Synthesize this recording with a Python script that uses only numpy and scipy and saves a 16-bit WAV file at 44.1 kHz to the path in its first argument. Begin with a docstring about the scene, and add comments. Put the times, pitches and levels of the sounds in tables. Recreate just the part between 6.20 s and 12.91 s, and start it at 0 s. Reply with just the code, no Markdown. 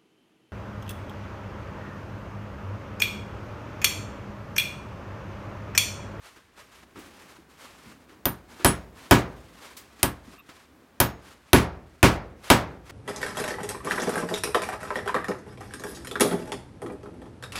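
"""Hammer and chisel on a workshop bench

A steel hammer strikes a capped chisel eight times to split glued blocks off a plywood bench in a small
workshop. Each blow clicks and pings in the steel (shaped noise, decaying sines), cracks the wood, thuds the
bench modes and rattles loose things. Around the blows soft broadband rustles come and go (noise under swelling
and fading envelopes), the chisel knocks faintly and the hammer face squeaks once on the cap, all over still
air."""
import sys
import numpy as np
from scipy import signal
from scipy.fft import rfft, irfft
from scipy.io import wavfile

SR = 44100
rng = np.random.default_rng(int(sys.argv[2]) if len(sys.argv) > 2 else 0)


def digitize_waveform(pressure):
    """Quantize a signal to 16-bit integers and store it at the path in sys.argv[1].

    Rows of a 2-D input are taken as channels; values are limited to [-1, 1].
    """
    field = np.atleast_2d(pressure).T
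    bounded = np.clip(field, -1, 1)
    quanta = np.round(bounded * 32767).astype(np.int16)
    wavfile.write(sys.argv[1], SR, quanta)


N = 295911
RING_S = 1.2
AGE = np.arange(int(RING_S * SR)) / SR   # seconds since a contact


def from_db(db):
    """Decibels to gain."""
    return 10 ** (np.asarray(db) / 20)


def rms_one(x):
    """Scale to unit rms."""
    return x / np.sqrt(np.mean(x ** 2) + 1e-20)


def at_hz(points, hz):
    """Read a table on a log-frequency axis."""
    freqs, values = np.transpose(points)
    return np.interp(np.log(hz + 1e-3), np.log(freqs), values)


def fade(t60_s):
    """Exponential decay after a contact: 60 dB in t60_s."""
    return np.exp(-np.log(1000) * AGE / max(t60_s, 1e-3))


def swell(rise_s):
    """Vibration builds up exponentially towards one."""
    return 1 - np.exp(-AGE / max(rise_s, 1e-5))


def add(out, s, sound):
    """Mix a sound in at time s, cut at the end of out."""
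    start = int(np.clip(round(s * SR), 0, len(out)))
    out[start:start + len(sound)] += sound[:len(out) - start]


def filtered(x, gain):
    """Weight the spectrum of x by a gain per frequency bin."""
    return irfft(rfft(x) * gain, len(x))


def noise(spectrum, size):
    """Unit-rms noise with a given spectrum."""
    hz = np.fft.rfftfreq(size, 1 / SR)
    return rms_one(filtered(rng.standard_normal(size), from_db(at_hz(spectrum, hz))))


def tilted(x, tilt_db_per_octave):
    """Brighten or dull a sound about 1 kHz, flat below 250 Hz, at unit rms."""
    hz = np.fft.rfftfreq(len(x), 1 / SR)
    octaves = np.log2(np.clip(hz, 250, None) / 1000)
    return rms_one(filtered(x, from_db(tilt_db_per_octave * octaves)))


def dying(x, t60s, rise_1khz_s):
    """Each octave dies at its own rate; low ones build up later, as slow bending waves do."""
    centres_hz = 60 * 2. ** np.arange(9)
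    hz, bins = np.fft.rfftfreq(len(x), 1 / SR), rfft(x)
    out = np.zeros(len(x))
    for centre_hz, one in zip(centres_hz, np.eye(len(centres_hz))):
        band = irfft(bins * np.interp(hz, centres_hz, one), len(x))
        rise_s = rise_1khz_s * np.sqrt(1000 / centre_hz)
        out += band * fade(at_hz(t60s, centre_hz)) * swell(rise_s) ** 2
    return out


def ring(modes):
    """Struck modes as decaying sines; every blow shares its strength among them a little differently."""
    scatter_db = rng.normal(0, 1.2, len(modes))
    out = np.zeros(len(AGE))
    for (hz, db, t60_s), offset_db in zip(modes, scatter_db):
        out += from_db(db + offset_db) * np.sin(2 * np.pi * hz * AGE) * fade(t60_s)
    return out


def reflected(sound, wet_db=-3, t60_s=0.14):
    """Reflections off bench and walls make a clean ring flutter as it dies."""
    echoes = rng.standard_normal(len(AGE)) * fade(t60_s) * swell(.004)
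    echoes *= from_db(wet_db) / np.sqrt(np.sum(echoes ** 2))
    return sound + signal.fftconvolve(sound, echoes)[:len(sound)]


# Spectrum of the still air. Each row: frequency in Hz, level in dB per Hz.
AIR_SPECTRUM = [(18, -36.5), (30, -1), (64, 10.5), (145, 0.5), (259, 0.5), (866, -9.5), (1590, -3),
                (4910, -19.5), (12300, -36), (16000, -31)]
AIR_DB = -63


def still_air():
    """Air of the workshop: steady shaped noise."""
    return from_db(AIR_DB) * noise(AIR_SPECTRUM, N)


# Rumble of the arm resting on the bench. Each row: time in seconds, level in dB.
ARM_LEVEL = [(0.0, -74), (.55, -63), (.85, -55), (1.3, -59.5), (1.7, -58), (2.0, -56.5), (2.8, -54.5),
             (4.1, -61), (4.4, -63.5), (4.55, -56.5), (5.2, -65), (6.7, -62.5)]
# Spectrum of that rumble. Each row: frequency in Hz, level in dB per Hz.
ARM_SPECTRUM = [(30, -42), (60, 1), (120, -6.5), (270, 2.5), (450, -7), (1100, -12), (3000, -31.5)]


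def arm_rumble():
    """The arm shifts on the bench: low noise following a level curve."""
    level_db = np.interp(np.arange(N) / SR, *np.transpose(ARM_LEVEL))
    return from_db(level_db) * noise(ARM_SPECTRUM, N)


def rub(length_s, attack_s=0.037, release_t60_s=.33):
    """Envelope of one rustle: attack, hold, release."""
    attack = np.clip(AGE / attack_s, 0, 1)
    return attack * np.interp(AGE - length_s, AGE, fade(release_t60_s))


# Soft rustles, some leading into the blows. Each row: start in seconds, length in seconds, level in dB.
RUSTLES = [(0.0, .16, -56.5), (0.352, .06, -50), (0.493, .14, -56), (0.735, .43, -54),
           (1.279, 0.44, -54), (1.36, .1, -56.5), (1.779, .03, -54), (1.857, .05, -59),
           (2.274, .15, -51), (2.735, 0.22, -54), (3.146, 0.84, -59), (3.33, 0.29, -54),
           (3.402, .06, -50), (4.017, .12, -56), (4.313, 0.092, -59.5), (5.007, .12, -56),
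           (6.222, 0.096, -49), (6.633, .1, -51.5)]
# Spectrum of the rustles. Each row: frequency in Hz, level in dB per Hz.
RUSTLE_SPECTRUM = [(240, -21.5), (400, -3.5), (742, -6), (1110, -1.5), (1400, -4.5), (2180, -6), (5030, -13),
                   (9320, -17.5), (13900, -23.5), (16000, -34)]
RUSTLE_FLOOR_DB = -65   # steady floor under the rustles


def random_curve(rate_hz):
    """Unit-variance random points at rate_hz, joined by straight lines."""
    return np.interp(np.arange(N) / SR * rate_hz, np.arange(N), rng.standard_normal(N))


def rustles(catch_db=1.5, catch_hz=90, waver_db=3.36, waver_hz=14):
    """Soft broadband rustles that flutter quickly and waver slowly."""
    power = np.full(N, from_db(RUSTLE_FLOOR_DB) ** 2)
    for s, length_s, db in RUSTLES:
        add(power, s, (from_db(db) * rub(length_s)) ** 2)
    flutter_db = catch_db * random_curve(catch_hz) + waver_db * random_curve(waver_hz)
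    return np.sqrt(power) * from_db(flutter_db) * noise(RUSTLE_SPECTRUM, N)


# Faint contacts. Each row: start in seconds, level in dB, tilt in dB per octave, t60 in seconds.
KNOCK_EVENTS = [(0.161, -50, 1.5, 0.21), (0.375, -51, 1, 0.26), (0.627, -42, 0.5, 0.048),
                (0.755, -40.5, -1.5, 0.39), (0.786, -48, 7, 0.2), (1.186, -44, -18, 0.11),
                (1.658, -44.5, -23, 0.4), (1.886, -51, 0.5, 0.47), (2.393, -40, 0.5, 0.58),
                (3.566, -37.5, 8, 0.17), (3.791, -45.5, 2.5, 0.22), (4.068, -44.5, -14, 0.28),
                (4.132, -44, -0.5, 0.1), (4.288, -43, 2, 0.19), (6.693, -39, 1.5, 0.41)]
# Spectrum of a contact before tilt. Each row: frequency in Hz, level in dB per Hz.
KNOCK_SPECTRUM = [(40, 0), (150, 3), (330, 11), (600, -2), (1300, 1), (3000, -8), (7000, -18.5),
                  (15000, -30.5)]


def knocks(rise_s=.003):
    """Soft contacts of glove and chisel with the wood: tilted noise, quick rise, decay."""
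    out, onset = np.zeros(N), swell(rise_s)
    for s, db, tilt_db_per_octave, t60_s in KNOCK_EVENTS:
        contact = tilted(noise(KNOCK_SPECTRUM, len(AGE)), tilt_db_per_octave)
        add(out, s, from_db(db) * contact * onset * fade(t60_s))
    return out


# The hammer face squeaks on the cap. One row: start in seconds, length in seconds.
SQUEAK_TIME = (4.174, .044)
# Resonances of the squeak. Each row: frequency in Hz, level in dB.
SQUEAK_RESONANCES = [(1180, -57), (2640, -55), (3700, -65), (13980, -63)]


def squeak(half_width_hz=90):
    """A brief slip of hammer face on cap sings in a few narrow resonances."""
    s, length_s = SQUEAK_TIME
    out, window = np.zeros(N), signal.windows.tukey(int(length_s * SR))
    for hz, db in SQUEAK_RESONANCES:
        edges_hz = [hz - half_width_hz, hz + half_width_hz]
        band = signal.butter(2, edges_hz, "band", fs=SR, output="sos")
        tone = signal.sosfilt(band, rng.standard_normal(len(AGE)))[-len(window):]   # settled part
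        add(out, s, from_db(db) * rms_one(tone) * window)
    return out


# Spectrum of the room. Each row: frequency in Hz, level in dB per Hz.
ROOM_SPECTRUM = [(30, -25), (55, -3), (130, -2), (300, -2.5), (600, -0.5), (1200, -0.5), (2200, -8),
                 (3000, -15), (7000, -16), (15000, -31.5)]
# Decay of the room. Each row: frequency in Hz, t60 in seconds.
ROOM_DECAY = [(60, 1), (300, 0.76), (1200, 0.44), (3000, 0.48), (7000, 0.14), (14000, .25)]


def room_tail(rise_1khz_s=.01):
    """The room answers a blow: noise dying octave by octave."""
    return dying(noise(ROOM_SPECTRUM, len(AGE)), ROOM_DECAY, rise_1khz_s)


# Spectrum of loose things landing. Each row: frequency in Hz, level in dB per Hz.
RATTLE_SPECTRUM = [(60, -23.5), (220, 2.5), (350, 11), (600, -8.5), (2200, -2.5), (4500, -12.5),
                   (9000, -18), (16000, -29.5)]


def rattle(first_s=.008, fall_db_per_s=190, tick_t60_s=0.074, slot_s=.0035):
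    """Loose blocks and bottles hop and land; the late landings are the weak ones."""
    out, ticks = np.zeros(len(AGE)), noise(RATTLE_SPECTRUM, len(AGE))
    waits_s = slot_s * (np.arange(45) + rng.random(45))
    sizes_db = rng.uniform(-8, 2, len(waits_s))
    for wait_s, size_db in zip(waits_s, sizes_db):
        tick = np.roll(ticks, rng.integers(len(AGE))) * fade(tick_t60_s)
        settling = np.cos(np.pi / 2 * wait_s / waits_s[-1])
        add(out, first_s + wait_s, tick * settling * from_db(size_db - fall_db_per_s * wait_s))
    return out


# Modes of the bench top. Each row: frequency in Hz, level in dB, t60 in seconds.
BENCH_MODES = [(54, -29, .7), (75, -25, .6), (104, -10, .06), (118.5, -15, .31), (143, -17, .22),
               (172, -28, .45), (205, -19, .28), (258, -19, .2), (296, -23, .33), (354, -18, .2),
               (382, -27, .36), (560, -23, .22), (690, -30, .35), (944, -25, .26), (1093, -24, .24),
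               (1258, -27, .22), (1483, -24, .2), (1670, -26, .22), (1712, -27, .22), (1925, -30, .2),
               (2220, -28, .14), (3225, -29, .15)]


def bench_thud():
    """The bench top is driven downwards and its modes ring."""
    return -ring(BENCH_MODES) * swell(0.00028)


# Spectrum of cracking wood. Each row: frequency in Hz, level in dB per Hz.
WOOD_SPECTRUM = [(40, -23.5), (120, -3.5), (220, 2), (350, -3.5), (650, -2.5), (1050, 0), (1700, -3),
                 (2300, -9.5), (3200, -8.5), (4500, -13.5), (7000, -14.5), (10000, -25.5), (14500, -12),
                 (16000, -45)]
# Decay of the wood. Each row: frequency in Hz, t60 in seconds.
WOOD_DECAY = [(100, 0.25), (400, 0.21), (1500, 0.21), (4000, 0.2), (14000, .16)]


def wood_grain():
    """Noise for the dense modes of block and board."""
    return noise(WOOD_SPECTRUM, len(AGE))


def wood_crack(grain, tilt_db_per_octave, own=0.18, rise_1khz_s=0.00037, bite_lag_s=.0105):
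    """The dense modes, much alike at each blow, with a second push as the edge bites."""
    modes = tilted(grain + own * wood_grain(), tilt_db_per_octave)
    second_push = np.interp(AGE - bite_lag_s, AGE, fade(0.029), left=0)
    return dying(modes, WOOD_DECAY, rise_1khz_s) * (1.075 + second_push)


# Modes of the chisel. Each row: frequency in Hz, level in dB, t60 in seconds.
CHISEL_MODES = [(5295, -6, .13), (5400, -17, .28), (6635, -19, .42), (6810, -17, .18), (7945, -4, .13),
                (8170, -7, .12), (9957, 0, .11), (12487, -5, .13)]


def chisel_ring(favoured_hz, fall_db_per_octave=16):
    """The way the edge sits in the wood lets some of the chisel's modes ring and damps the others."""
    modes = []
    for hz, db, t60_s in CHISEL_MODES:
        distance_octaves = abs(np.log2(hz / favoured_hz))
        modes.append((hz, db - fall_db_per_octave * distance_octaves, t60_s))
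    return reflected(ring(modes))


# Modes of the hammer head. Each row: frequency in Hz, level in dB, t60 in seconds.
HAMMER_MODES = [(9040, -14, .18), (11060, -5, .06), (11130, -8, .17), (13150, -11, .1), (13915, -2, .09),
                (14190, -6, .09), (14420, -7, .09), (14860, -11, .07)]


def hammer_ping(favoured_hz, boost_db=11, width_hz=200, boost_t60_s=.05):
    """The spot where the face lands drives the head's modes near one frequency hardest."""
    driven = []
    for hz, db, _ in HAMMER_MODES:
        drop_db = 10 * ((hz - favoured_hz) / width_hz) ** 2
        driven.append((hz, db + boost_db - drop_db, boost_t60_s))
    return reflected(ring(HAMMER_MODES + driven))


# Spectrum of the steel click. Each row: frequency in Hz, level in dB per Hz.
CLICK_SPECTRUM = [(400, -25), (1500, 6.5), (3000, 3.5), (5000, -2.5), (7600, -9), (9100, -2), (10200, -9),
                  (11050, -0.5), (11900, -11), (13000, -6), (14100, -8.5), (14900, -7.5), (16000, -34)]


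def steel_click(tilt_db_per_octave, favoured_hz, bump_db=7, bump_width_hz=550, echo_db=-23, echo_t60_s=0.15):
    """Steel meets steel: a short burst, boosted round the favoured ping, and its echo off near surfaces."""
    hz = np.fft.rfftfreq(len(AGE), 1 / SR)
    bump = from_db(bump_db * np.exp(-((hz - favoured_hz) / bump_width_hz) ** 2))
    splash = tilted(filtered(noise(CLICK_SPECTRUM, len(AGE)), bump), tilt_db_per_octave)
    burst = swell(.0007) * fade(.011)
    echo = from_db(echo_db) * swell(.001) * fade(echo_t60_s)
    return splash * (burst + echo)


# Hammer blows. Each row: start in seconds, steel click in dB, steel tilt in dB per octave, wood crack in dB,
# crack tilt in dB per octave, bench thud in dB, hammer ping in dB, favoured ping in Hz, chisel ring in dB,
# favoured chisel frequency in Hz, rattle in dB, room in dB.
HAMMER_BLOWS = [(2.055, -10.5, 3, -23.5, -3, -15, -29, 13915, -57, 9960, -57, -40.5),
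                (2.4465, -2, 4.5, -13, -2, -3, -28, 11130, -18, 9000, -26.5, -29),
                (2.9102, -4, 5, -9, -2.5, 1, -40, 14860, -25, 7000, -19, -21.5),
                (3.8299, -0.5, 5, -20.5, -2, -11, -29.5, 9260, -38, 8000, -36.5, -35.5),
                (4.8015, 0.5, 9.5, -16.5, -1, -7.5, -27, 14190, -33, 5320, -43, -30.5),
                (5.3314, 1.5, -0.5, -10, -5, 1.5, -26, 11060, -35, 5400, -16.5, -20.5),
                (5.829, 0.5, -0.5, -12, -3.5, 1.5, -51, 11060, -43.5, 8040, -14.5, -19),
                (6.3013, 3.5, -2, -8.5, -2, -4, -36, 11060, -24, 6800, -18, -19.5)]


def blows(bench_lag_s=.0042, chisel_lag_s=.013):
    """The click comes first, the bench gives way a moment later, the chisel rings as it rebounds."""
    out, grain = np.zeros(N), wood_grain()
    for (s, click_db, steel_tilt, wood_db, wood_tilt, thud_db, ping_db, ping_hz,
         chisel_db, chisel_hz, rattle_db, room_db) in HAMMER_BLOWS:
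        add(out, s, from_db(click_db) * steel_click(steel_tilt, ping_hz))
        add(out, s, from_db(ping_db) * hammer_ping(ping_hz))
        add(out, s, from_db(wood_db) * wood_crack(grain, wood_tilt))
        add(out, s + bench_lag_s, from_db(thud_db) * bench_thud())
        add(out, s + chisel_lag_s, from_db(chisel_db) * chisel_ring(chisel_hz))
        add(out, s, from_db(rattle_db) * rattle())
        add(out, s, from_db(room_db) * room_tail())
    return out


def scene():
    """All sources over the still air of the workshop, at one microphone."""
    hand = arm_rumble() + rustles() + knocks()
    return (still_air() + hand + squeak() + blows())[None]


def record(dry, low_cut_hz=43, ceiling=1.15, top_cut_hz=16300):
    """The deepest bass is shed, the loudest peaks are rounded and the top is cut."""
    low_cut = signal.butter(4, low_cut_hz, "high", fs=SR, output="sos")
    top_cut = signal.ellip(10, .2, 90, top_cut_hz, fs=SR, output="sos")
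    rounded = ceiling * np.tanh(signal.sosfilt(low_cut, dry) / ceiling)
    return signal.sosfilt(top_cut, rounded)


dry = scene()
out = record(dry)
digitize_waveform(out)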